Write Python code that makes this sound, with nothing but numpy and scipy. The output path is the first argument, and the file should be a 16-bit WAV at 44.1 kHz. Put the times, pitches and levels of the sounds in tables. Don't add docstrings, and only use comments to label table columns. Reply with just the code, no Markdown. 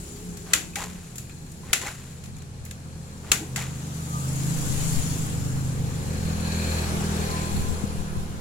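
import sys
import numpy as np
from scipy import signal
from scipy.fft import rfft, irfft, next_fast_len
from scipy.io import wavfile
from scipy.ndimage import uniform_filter1d, map_coordinates

SR = 44100
rng = np.random.default_rng(int(sys.argv[2]) if len(sys.argv) > 2 else 0)


def wav_record(signal):
    frames = np.transpose(np.atleast_2d(signal))
    bounded = np.clip(frames, -1, 1)
    quanta = np.round(bounded * 32767).astype(np.int16)
    wavfile.write(sys.argv[1], SR, quanta)


N = 370515

# frequency in Hz, relative density in dB per Hz.
YARD_SPECTRUM = [(15, -40), (25, 0), (60, -5.5), (140, -1.5), (250, -11), (460, -24), (700, -31.5),
                 (1290, -36.5), (5400, -33.5), (7300, -37.5), (8800, -37), (10700, -42), (16000, -55)]
# frequency in Hz, left-right likeness from 0 to 1.
YARD_LIKENESS = [(60, 0.9), (130, 1), (300, 1), (640, 1), (1400, 0.56), (3000, 0), (15000, 0)]

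# time in seconds, level in dB.
LEAVING_LEVEL = [(0, -41.5), (.55, -42.5), (.75, -44.5), (1.3, -52), (1.7, -54), (2.5, -82)]
FIRST_LEVEL = [(0, -65), (.7, -68), (1.2, -54), (1.8, -49), (3.2, -49.5), (3.6, -41), (4.2, -38),
               (4.5, -32.5), (4.8, -35), (5.7, -35), (6.3, -40.5), (6.6, -49), (7, -41), (7.5, -60),
               (8.4, -47)]
SECOND_LEVEL = [(0, -56.5), (2.3, -53.5), (3.5, -49), (4.3, -44), (5.5, -43.5), (5.9, -42), (6.3, -36.5),
                (7.1, -34), (7.35, -34.5), (7.5, -37), (7.9, -38), (8.15, -41), (8.4, -43)]
# time in seconds, firings per second.
LEAVING_FIRING = [(0, 34.5), (1.5, 35.3), (2, 35.1)]
FIRST_FIRING = [(0, 23.3), (1.4, 25.8), (2.2, 26.5), (2.6, 22.8), (3, 27), (3.3, 26), (4.5, 26.75),
                (4.8, 26.7), (5.4, 26.15), (5.7, 26.05), (6.6, 26.5)]
SECOND_FIRING = [(0, 40.8), (1.5, 40.9), (4.3, 41.35), (5.5, 41.25), (6.7, 40.8), (7.1, 40.05), (7.5, 39.5),
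                 (7.9, 39.25), (8.4, 39.1)]
# multiple of the firing rate, relative level in dB.
LEAVING_TONES = [(1, -11), (2, -8), (3, -14), (4, -16), (5, 0), (6, -14), (7, -16), (8, -18), (9, -17),
                 (10, -15), (11, -18), (12, -15)]
FIRST_TONES = [(1, -28), (2, -18), (3, -23), (4, -10), (5, 3), (6, 0), (7, -11), (8, -23), (9, -15.5),
               (10, -11), (11, -10.5), (12, -16.5), (13, -34.5), (15, -36)]
SECOND_TONES = [(1, -10), (2, 3), (3, -6), (4, 0), (5, 0), (6, -8), (7, -18), (8, -21), (9, -14), (10, -12),
                (11, -12), (12, -11), (13, -13), (14, -21), (15, -24), (16, -23), (17, -25), (18, -25),
                (20, -22), (21, -24), (23, -25)]

# closest moment in seconds, approach and departure time scales in seconds,
# rumble level in dB, tyre roar level in dB.
PASSES = [(0, .8, 0.89, -52.5, -56.5), (4.8, 0.39, 0.42, -45, -42), (7, 0.39, 0.45, -37, -36.5)]
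DISTANCE_FALL = [1.05, 1.06]
# frequency in Hz, relative density in dB per Hz.
RUMBLE_SPECTRUM = [(120, -28), (220, -1), (320, -1), (450, -1.5), (600, -12.5), (800, -5.5), (1300, -37)]
ROAR_SPECTRUM = [(240, -64), (400, -12), (681, -7.5), (1040, -6.5), (1110, -6), (1590, -9), (2070, -14),
                 (2370, -14.5), (3520, -16), (4180, -19), (6000, -21), (7800, -45), (13200, -120)]
HISS_SPECTRUM = [(1500, -5.5), (3000, -5), (5000, -6), (7000, -4), (9000, -11), (11000, -10), (13000, -13),
                 (16000, -13.5)]
# frequency in Hz, left-right likeness from 0 to 1.
ROAD_LIKENESS = [(60, 1), (200, 1), (500, 0.75), (2000, 0.17), (8000, 0.06), (15000, 0.17)]
# time in seconds, level in dB.
HISS_LEVEL = [(0, -49.5), (.4, -53.5), (1.3, -58.5), (2.1, -56.5), (2.5, -72), (3.1, -59), (3.9, -49.5),
              (4.4, -42), (4.94, -38), (5.45, -46.5), (5.8, -50), (6.36, -47), (6.74, -42), (6.95, -45.5),
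              (7.3, -44), (7.67, -48), (8.12, -57), (8.4, -63)]
# time in seconds, level in dB.
RASP_LEVEL = [(5.6, -62), (6.3, -46), (6.65, -38.5), (6.9, -42), (6.97, -65), (7.15, -44.5), (7.4, -44),
              (8.2, -61)]
# frequency in Hz, width and level in dB of one pass
# (the width in Hz).
VALVE_MODES = [(1640, 220, 0), (2450, 420, -1), (4250, 550, -1)]
# time in seconds, pitch in Hz, level in dB.
WHINES = [
    [(3.6, 1250, -115), (3.9, 1230, -59), (4.2, 1204, -43.5), (4.5, 1240, -82)],
    [(6.8, 1038, -136), (7.3, 1021, -42), (7.7, 1018, -50.5), (8.4, 1012, -57)],
    [(5.6, 10800, -88), (6.2, 10850, -70), (7.2, 10400, -65.5), (8, 10480, -65.5), (8.4, 10300, -76)],
]
# one rate each, in random knots per second (roughly the band's width in Hz).
WHINE_BLUR = [25, 25, 350]

# time in seconds, buffeting level in dB.
GUSTS = [(0, -69), (2, -52), (4, -54), (4.8, -26), (5.5, -37.5), (7.4, -40), (7.6, -22.5), (7.8, -32),
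         (7.9, -32.5), (8.4, -34)]
# frequency in Hz, relative density in dB per Hz.
BUFFET_SPECTRUM = [(15, 10.5), (40, -4), (100, -2.5), (200, -4), (400, -43), (800, -44)]
# time in seconds, peak in dB, push (1) or pull (-1), pitch in Hz.
POPS = [(2.62, -32, 1, 39.5), (4.75, -36, 1, 50), (7.202, -22, 1, 70), (7.6, -28, -1, 60),
        (7.693, -17, 1, 120), (7.718, -17, -1, 190), (7.841, -10, 1, 159), (7.895, -24, 1, 60),
        (8.163, -22, 1, 200), (8.175, -15.5, -1, 85)]

# time in seconds, level in dB, brightness in dB per octave, ringing after the blow in dB.
CLACKS = [(0.371, -49, 3.5, -6.5), (0.5343, -15, 0.5, -12.5), (0.7566, -35, .6, -4.5), (1.157, -49, 7, -7),
          (1.1813, -40, 4, -9.5), (1.295, -54, -2.2, -3), (1.518, -53.5, 7, -14), (1.731, -18, 0.3, -10.5),
          (1.8146, -35.5, -.6, -13), (2.2378, -55.5, 2.2, -1), (2.2582, -53, 1, -9), (2.366, -55, 3, -12),
          (2.384, -54, 2, -12), (2.4198, -53, 1.5, -12), (2.651, -47, 10.5, -11), (2.6603, -52.5, -1, -6),
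          (2.7104, -42.5, 2, -12), (3.317, -15, 1, -13), (3.5602, -33.5, .1, -4.5)]
# frequency in Hz, width in Hz, level in dB.
CASING_MODES = [(480, 180, -2.5), (820, 73, -4.5), (1150, 560, -9), (1525, 390, 2.5), (1980, 170, 4.5),
                (2530, 460, 2), (3720, 1200, -2), (4510, 1000, -2.5), (5800, 1010, -6), (7100, 1090, -7),
                (10500, 3300, -14.5), (14500, 6200, -18)]
# push, stop and spring-back times in seconds, spring-back length in seconds,
# stroke, spring-back and engine rumble levels in dB.
KICKS = [(0.469, 0.54, 0.78, 0.046, -42, -37, -49), (1.63, 1.708, 1.815, 0.068, -47.5, -37.5, -44.5),
         (3.243, 3.328, 3.56, 0.058, -44.5, -38, -43.5)]
# frequency in Hz, time to fall 60 dB in seconds.
GEARBOX_MODES = [(815, 0.13), (1005, 0.095), (1190, 0.037), (1450, 0.032), (1850, 0.03), (2050, 0.053),
                 (2240, 0.037), (2510, .03), (4050, .02)]
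# time in seconds, level in dB, best-struck pitch in Hz.
RATTLES = [(.733, -34, 2500), (.757, -21.5, 2230), (.766, -29, 816), (.783, -35, 815), (.797, -32, 1015),
           (.81, -29, 1240), (1.296, -38, 2500), (1.632, -42, 1000), (1.694, -36, 1890), (1.736, -32, 1160),
           (1.821, -32, 995), (1.85, -34, 805), (1.868, -25, 2050), (1.877, -28, 2210), (2.352, -42, 4100),
           (2.403, -38, 4000), (3.244, -28, 1300), (3.323, -19.5, 1150), (3.368, -29, 1450),
           (3.565, -26, 2000), (3.575, -32, 823), (3.613, -26, 2280)]
# time in seconds, level in dB, pitch in Hz, length in seconds.
THUDS = [(0.54, -36, 61, 0.037), (.532, -33, 357, 0.0089), (3.314, -35, 360, 0.015), (1.6, -43, 370, 0.013),
         (1.691, -31, 50, 0.03), (3.288, -30, 59, 0.048), (3.4, -31, 320, 0.05)]

# frequency in Hz, width in Hz, level in dB.
LEFT_PORT = [(4300, 810, -10), (7360, 1290, 13)]
RIGHT_PORT = [(10590, 1720, 10.5)]

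TURN_S = 0.15
RATTLE_S, ATTACK_S = 0.006, 0.00083
RING_T60_S, ROOF_T60_S, ROOF_DB = 0.145, 0.35, 0.7
BITE_S, BITE_DB = 0.041, -7
COAST_DB_PER_S = 147
BACK_START_DB, BACK_DB_PER_S = -2, 209
SETTLE_DB, SETTLE_S, QUIET_S = -17.5, 0.27, 0.98
TURNOVER_S = 0.12
STROKE_DULL, BACK_DULL = 1, 0.55
OFF_MODE_DB_PER_OCT = 62
CHATTER_DB, STROKE_GRIT_DB = -5, 5.5
TOP_HZ = 15900
SIDES = np.array([[1], [-1]])


def amp(db):
    return 10 ** (np.asarray(db) / 20)


def unit(x):
    return x / np.sqrt(np.mean(x ** 2) + 1e-20)


def along(points, hz):
    f, v = np.transpose(points)
    return np.interp(np.log(hz + 1), np.log(f + 1), v)


def curves(rows):
    s, *cols = np.transpose(rows)
    return [np.interp(np.arange(N) / SR, s, c) for c in cols]


def wobble(rate):
    knots = rng.standard_normal(int(N * rate / SR) + 4)
    return map_coordinates(knots, [np.arange(N) * rate / SR], order=1)


def filtered(x, response):
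    m = next_fast_len(x.shape[-1] + 8192)
    spectrum = rfft(x, m) * response(np.fft.rfftfreq(m, 1 / SR))
    return irfft(spectrum, m)[..., :x.shape[-1]]


def resonances(modes, hz):
    total = 0
    for k, (centre, width, db) in enumerate(modes):
        damping = 1j * hz * width
        total = total + (-1) ** k * amp(db) * damping / (centre * centre - hz * hz + damping)
    return total


def pair(alike, size):
    a, b = rng.standard_normal((2, size))
    turn = np.arccos(np.clip(alike, -1, 1)) / 2
    return np.cos(turn) * a + np.sin(turn) * b * SIDES


def rush(spectrum, alike, patchy_db):
    z = signal.stft(rng.standard_normal((2, N)), nperseg=512)[2]
    patches = uniform_filter1d(rng.standard_normal(z.shape[1:]), size=3, axis=0)
    patches = uniform_filter1d(patches, size=10, axis=1)
    noise = signal.istft(z * amp(patchy_db * unit(patches)), nperseg=512)[1][:, :N]

    def colour_and_width(hz):
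        turn = np.arccos(np.clip(along(alike, hz), -1, 1)) / 2
        return amp(along(spectrum, hz)) * [np.cos(turn), np.sin(turn)]

    mid, side = filtered(noise, colour_and_width)
    return unit(np.array([mid + side, mid - side]))


def yard():
    return amp(-45.5) * rush(YARD_SPECTRUM, YARD_LIKENESS, patchy_db=1.0)


def exhaust(firing, level, tones, turn_at_s, boom_gain_db, bright_at_s, dulling_db_per_s,
            unsteady, scatter_db, spread):
    t = np.arange(N) / SR
    db, = curves(level)
    boom_db = boom_gain_db * np.tanh((t - turn_at_s) / TURN_S) / 2
    edge_db = -dulling_db_per_s * np.abs(t - bright_at_s)
    cycles = np.cumsum(curves(firing)[0]) / SR + unsteady * wobble(14)
    sound = np.zeros((2, N))
    for k, tone_db in tones:
        scatter = scatter_db * min(1, .4 + k / 10) * wobble(7)
        strength = amp(tone_db + boom_db * (k < 5) + edge_db * (k > 6) + scatter)
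        drift = 0.049 * k * wobble(3) * SIDES + 0.19 * np.sqrt(k) * wobble(5)
        sound += strength * np.cos(2 * np.pi * k * cycles - spread * k * k + drift)
    return np.sqrt(2) * amp(db + .8 * wobble(25)) * sound, cycles


def road_noise():
    power = np.zeros((len(DISTANCE_FALL), N))
    for s, come, go, *levels_db in PASSES:
        since = np.arange(N) / SR - s
        distance_squared = 1 + (since / np.where(since < 0, come, go)) ** 2
        power += [amp(2 * db) * distance_squared ** -fall for db, fall in zip(levels_db, DISTANCE_FALL)]
    rumble, roar = np.sqrt(power)
    sound = rumble * rush(RUMBLE_SPECTRUM, ROAD_LIKENESS, patchy_db=1.0)
    return sound + roar * rush(ROAR_SPECTRUM, ROAD_LIKENESS, patchy_db=1.5)


def chain_hiss(cycles):
    beat = 1 + 0.073 * np.cos(2 * np.pi * cycles)
    return amp(curves(HISS_LEVEL)[0]) * beat * rush(HISS_SPECTRUM, ROAD_LIKENESS, patchy_db=2.5)


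def whine(rows, blur):
    hz, db = curves(rows)
    phase = 2 * np.pi * np.cumsum(hz) / SR
    return amp(db) * ((1 + wobble(blur)) * np.sin(phase) + wobble(blur) * np.cos(phase))


def valve_rasp(cycles):
    beat = amp(2.7 * wobble(60)) * (1.8 + np.cos(np.pi * cycles) ** 4)
    rasp = filtered(beat * pair(0.33, size=N), lambda hz: resonances(VALVE_MODES, hz) ** 2)
    return amp(curves(RASP_LEVEL)[0]) * unit(rasp)


def road():
    leaving, _ = exhaust(LEAVING_FIRING, LEAVING_LEVEL, LEAVING_TONES, turn_at_s=0.2, boom_gain_db=-5,
                         bright_at_s=1, dulling_db_per_s=1.9, unsteady=0.022, scatter_db=6, spread=0.115)
    first, first_cycles = exhaust(FIRST_FIRING, FIRST_LEVEL, FIRST_TONES, turn_at_s=4.73, boom_gain_db=14,
                                  bright_at_s=4.95, dulling_db_per_s=4.7,
                                  unsteady=.006, scatter_db=2.6, spread=.12)
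    second, second_cycles = exhaust(SECOND_FIRING, SECOND_LEVEL, SECOND_TONES, turn_at_s=7, boom_gain_db=-2.5,
                                    bright_at_s=4, dulling_db_per_s=0.7,
                                    unsteady=.004, scatter_db=2.6, spread=.11)
    sound = leaving + first + second + road_noise() + chain_hiss(first_cycles) + valve_rasp(second_cycles)
    sound += sum(whine(rows, blur) for rows, blur in zip(WHINES, WHINE_BLUR))

    def port_lead(hz):
        lead_s = 0.000375 * hz ** 2 / (hz ** 2 + 400 ** 2)
        return np.exp(1j * np.pi * hz * lead_s * SIDES)

    return filtered(sound, port_lead)


def wind():
    db, = curves(GUSTS)
    lumps = amp(4 * np.array([wobble(30), wobble(30)]))
    buffeting = unit(filtered(lumps * pair(0, size=N), lambda hz: amp(along(BUFFET_SPECTRUM, hz))))
    out = amp(db + .6 * SIDES) * buffeting
    for s, peak_db, sign, hz in POPS:
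        u = np.pi * hz * (np.arange(N) / SR - s)
        out[0] += np.sign(sign) * amp(peak_db) * (1 - 2 * u * u) * np.exp(-np.minimum(u * u, 50))
    return out


def casing(x, tilt_db):
    def response(hz):
        tilt = amp(tilt_db * np.log2((hz + 100) / 3000))
        bass_loss = (1j * hz / (500 + 1j * hz)) ** 2
        return resonances(CASING_MODES, hz) * tilt * bass_loss

    return filtered(x, response)


def clacks():
    out, t = np.zeros((2, N + SR)), np.arange(SR // 2) / SR
    onset = 1 - np.exp(-(t / ATTACK_S) ** 2)
    blow = 1 / (1 + (t / RATTLE_S) ** 6)
    ring = amp(-60 * t / RING_T60_S) + amp(ROOF_DB - 60 * t / ROOF_T60_S)
    for s, db, tilt_db, ring_db in CLACKS:
        steel = unit(casing(pair(0.13, size=len(t)), tilt_db))
        start = round(s * SR) - 40
        out[:, start:start + len(t)] += amp(db) * onset * (blow + amp(ring_db) * ring) * steel
    return out[:, :N]


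def effort():
    t = np.arange(N) / SR
    stroke, spring, turning = np.zeros((3, N))
    for push, stop, back, length, stroke_db, back_db, rumble_db in KICKS:
        end = back + length
        stroke += amp(stroke_db + np.interp(t, [push - BITE_S, push, stop, stop + 1],
                                            [-40, BITE_DB, 0, -COAST_DB_PER_S]))
        swell_db = np.interp(t, [back - .004, back + 0.0056, end, end + 1],
                             [-60, BACK_START_DB, 0, -BACK_DB_PER_S])
        whirr_db = np.interp(t, [back, end, back + SETTLE_S, back + QUIET_S], [-60, SETTLE_DB, SETTLE_DB, -60])
        spring += amp(back_db) * (amp(swell_db) + amp(whirr_db))
        turning += amp(rumble_db) * np.exp(-((t - stop - TURNOVER_S / 2) / TURNOVER_S) ** 2)
    return stroke, spring, turning


def crank():
    stroke, spring, turning = effort()
    grains = pair(.6, size=N) * amp(3.5 * wobble(400))
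    scrape = unit(filtered(grains, lambda hz: resonances([(860, 2540, 0)], hz) ** 2))
    ringing = unit(casing(grains[:, ::-1], 0))

    def blend(dull):
        return np.sqrt(dull) * scrape + np.sqrt(1 - dull) * ringing

    rumble = turning * rush(RUMBLE_SPECTRUM, ROAD_LIKENESS, patchy_db=1.0)
    return stroke * blend(STROKE_DULL) + spring * blend(BACK_DULL) + rumble


def chatter():
    stroke, spring, _ = effort()
    busy = amp(STROKE_GRIT_DB) * stroke + spring
    knocks = []
    for push, _, back, *_ in KICKS:
        for s in np.arange(push, back + .15, .014):
            u, v = rng.random(2)
            level_db = CHATTER_DB + 20 * np.log10(busy[round(s * SR)]) + 6 * u
            knocks.append((s + .01 * v, level_db, 800 * 3.2 ** v))
    return knocks


def rattles():
    out, t = np.zeros(N + SR), np.arange(SR // 10) / SR
    hz, t60 = np.transpose(GEARBOX_MODES)[:, :, None]
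    onset = 1 - np.exp(-t / 0.0031)
    for s, db, best_hz in RATTLES + chatter():
        wander = np.cumsum(rng.standard_normal(len(t))) * 0.07
        level_db = db - OFF_MODE_DB_PER_OCT * np.abs(np.log2(hz / best_hz)) - 60 * t / t60
        modes = amp(level_db) * np.sin(2 * np.pi * hz * t + wander)
        out[round(s * SR):][:len(t)] += onset * np.sum(modes, axis=0)
    return out[:N]


def thuds():
    t, out = np.arange(N) / SR, np.zeros(N)
    for s, db, hz, length in THUDS:
        swell = np.sin(np.pi * np.clip((t - s) / length, 0, 1)) ** 2
        out += amp(db) * swell * np.sin(2 * np.pi * hz * (t - s))
    return out


def scene():
    return yard() + road() + wind() + clacks() + crank() + rattles() + thuds()


def record(dry):
    def ports(hz):
        left = 1 + resonances(LEFT_PORT[:1], hz) + resonances(LEFT_PORT[1:], hz)
        return np.array([left, 1 + resonances(RIGHT_PORT, hz)])

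    x = filtered(dry, ports)
    x = x / (1 + np.abs(x) ** 8) ** (1 / 8)
    return filtered(x, lambda hz: hz < TOP_HZ)


dry = scene()
out = record(dry)
wav_record(out)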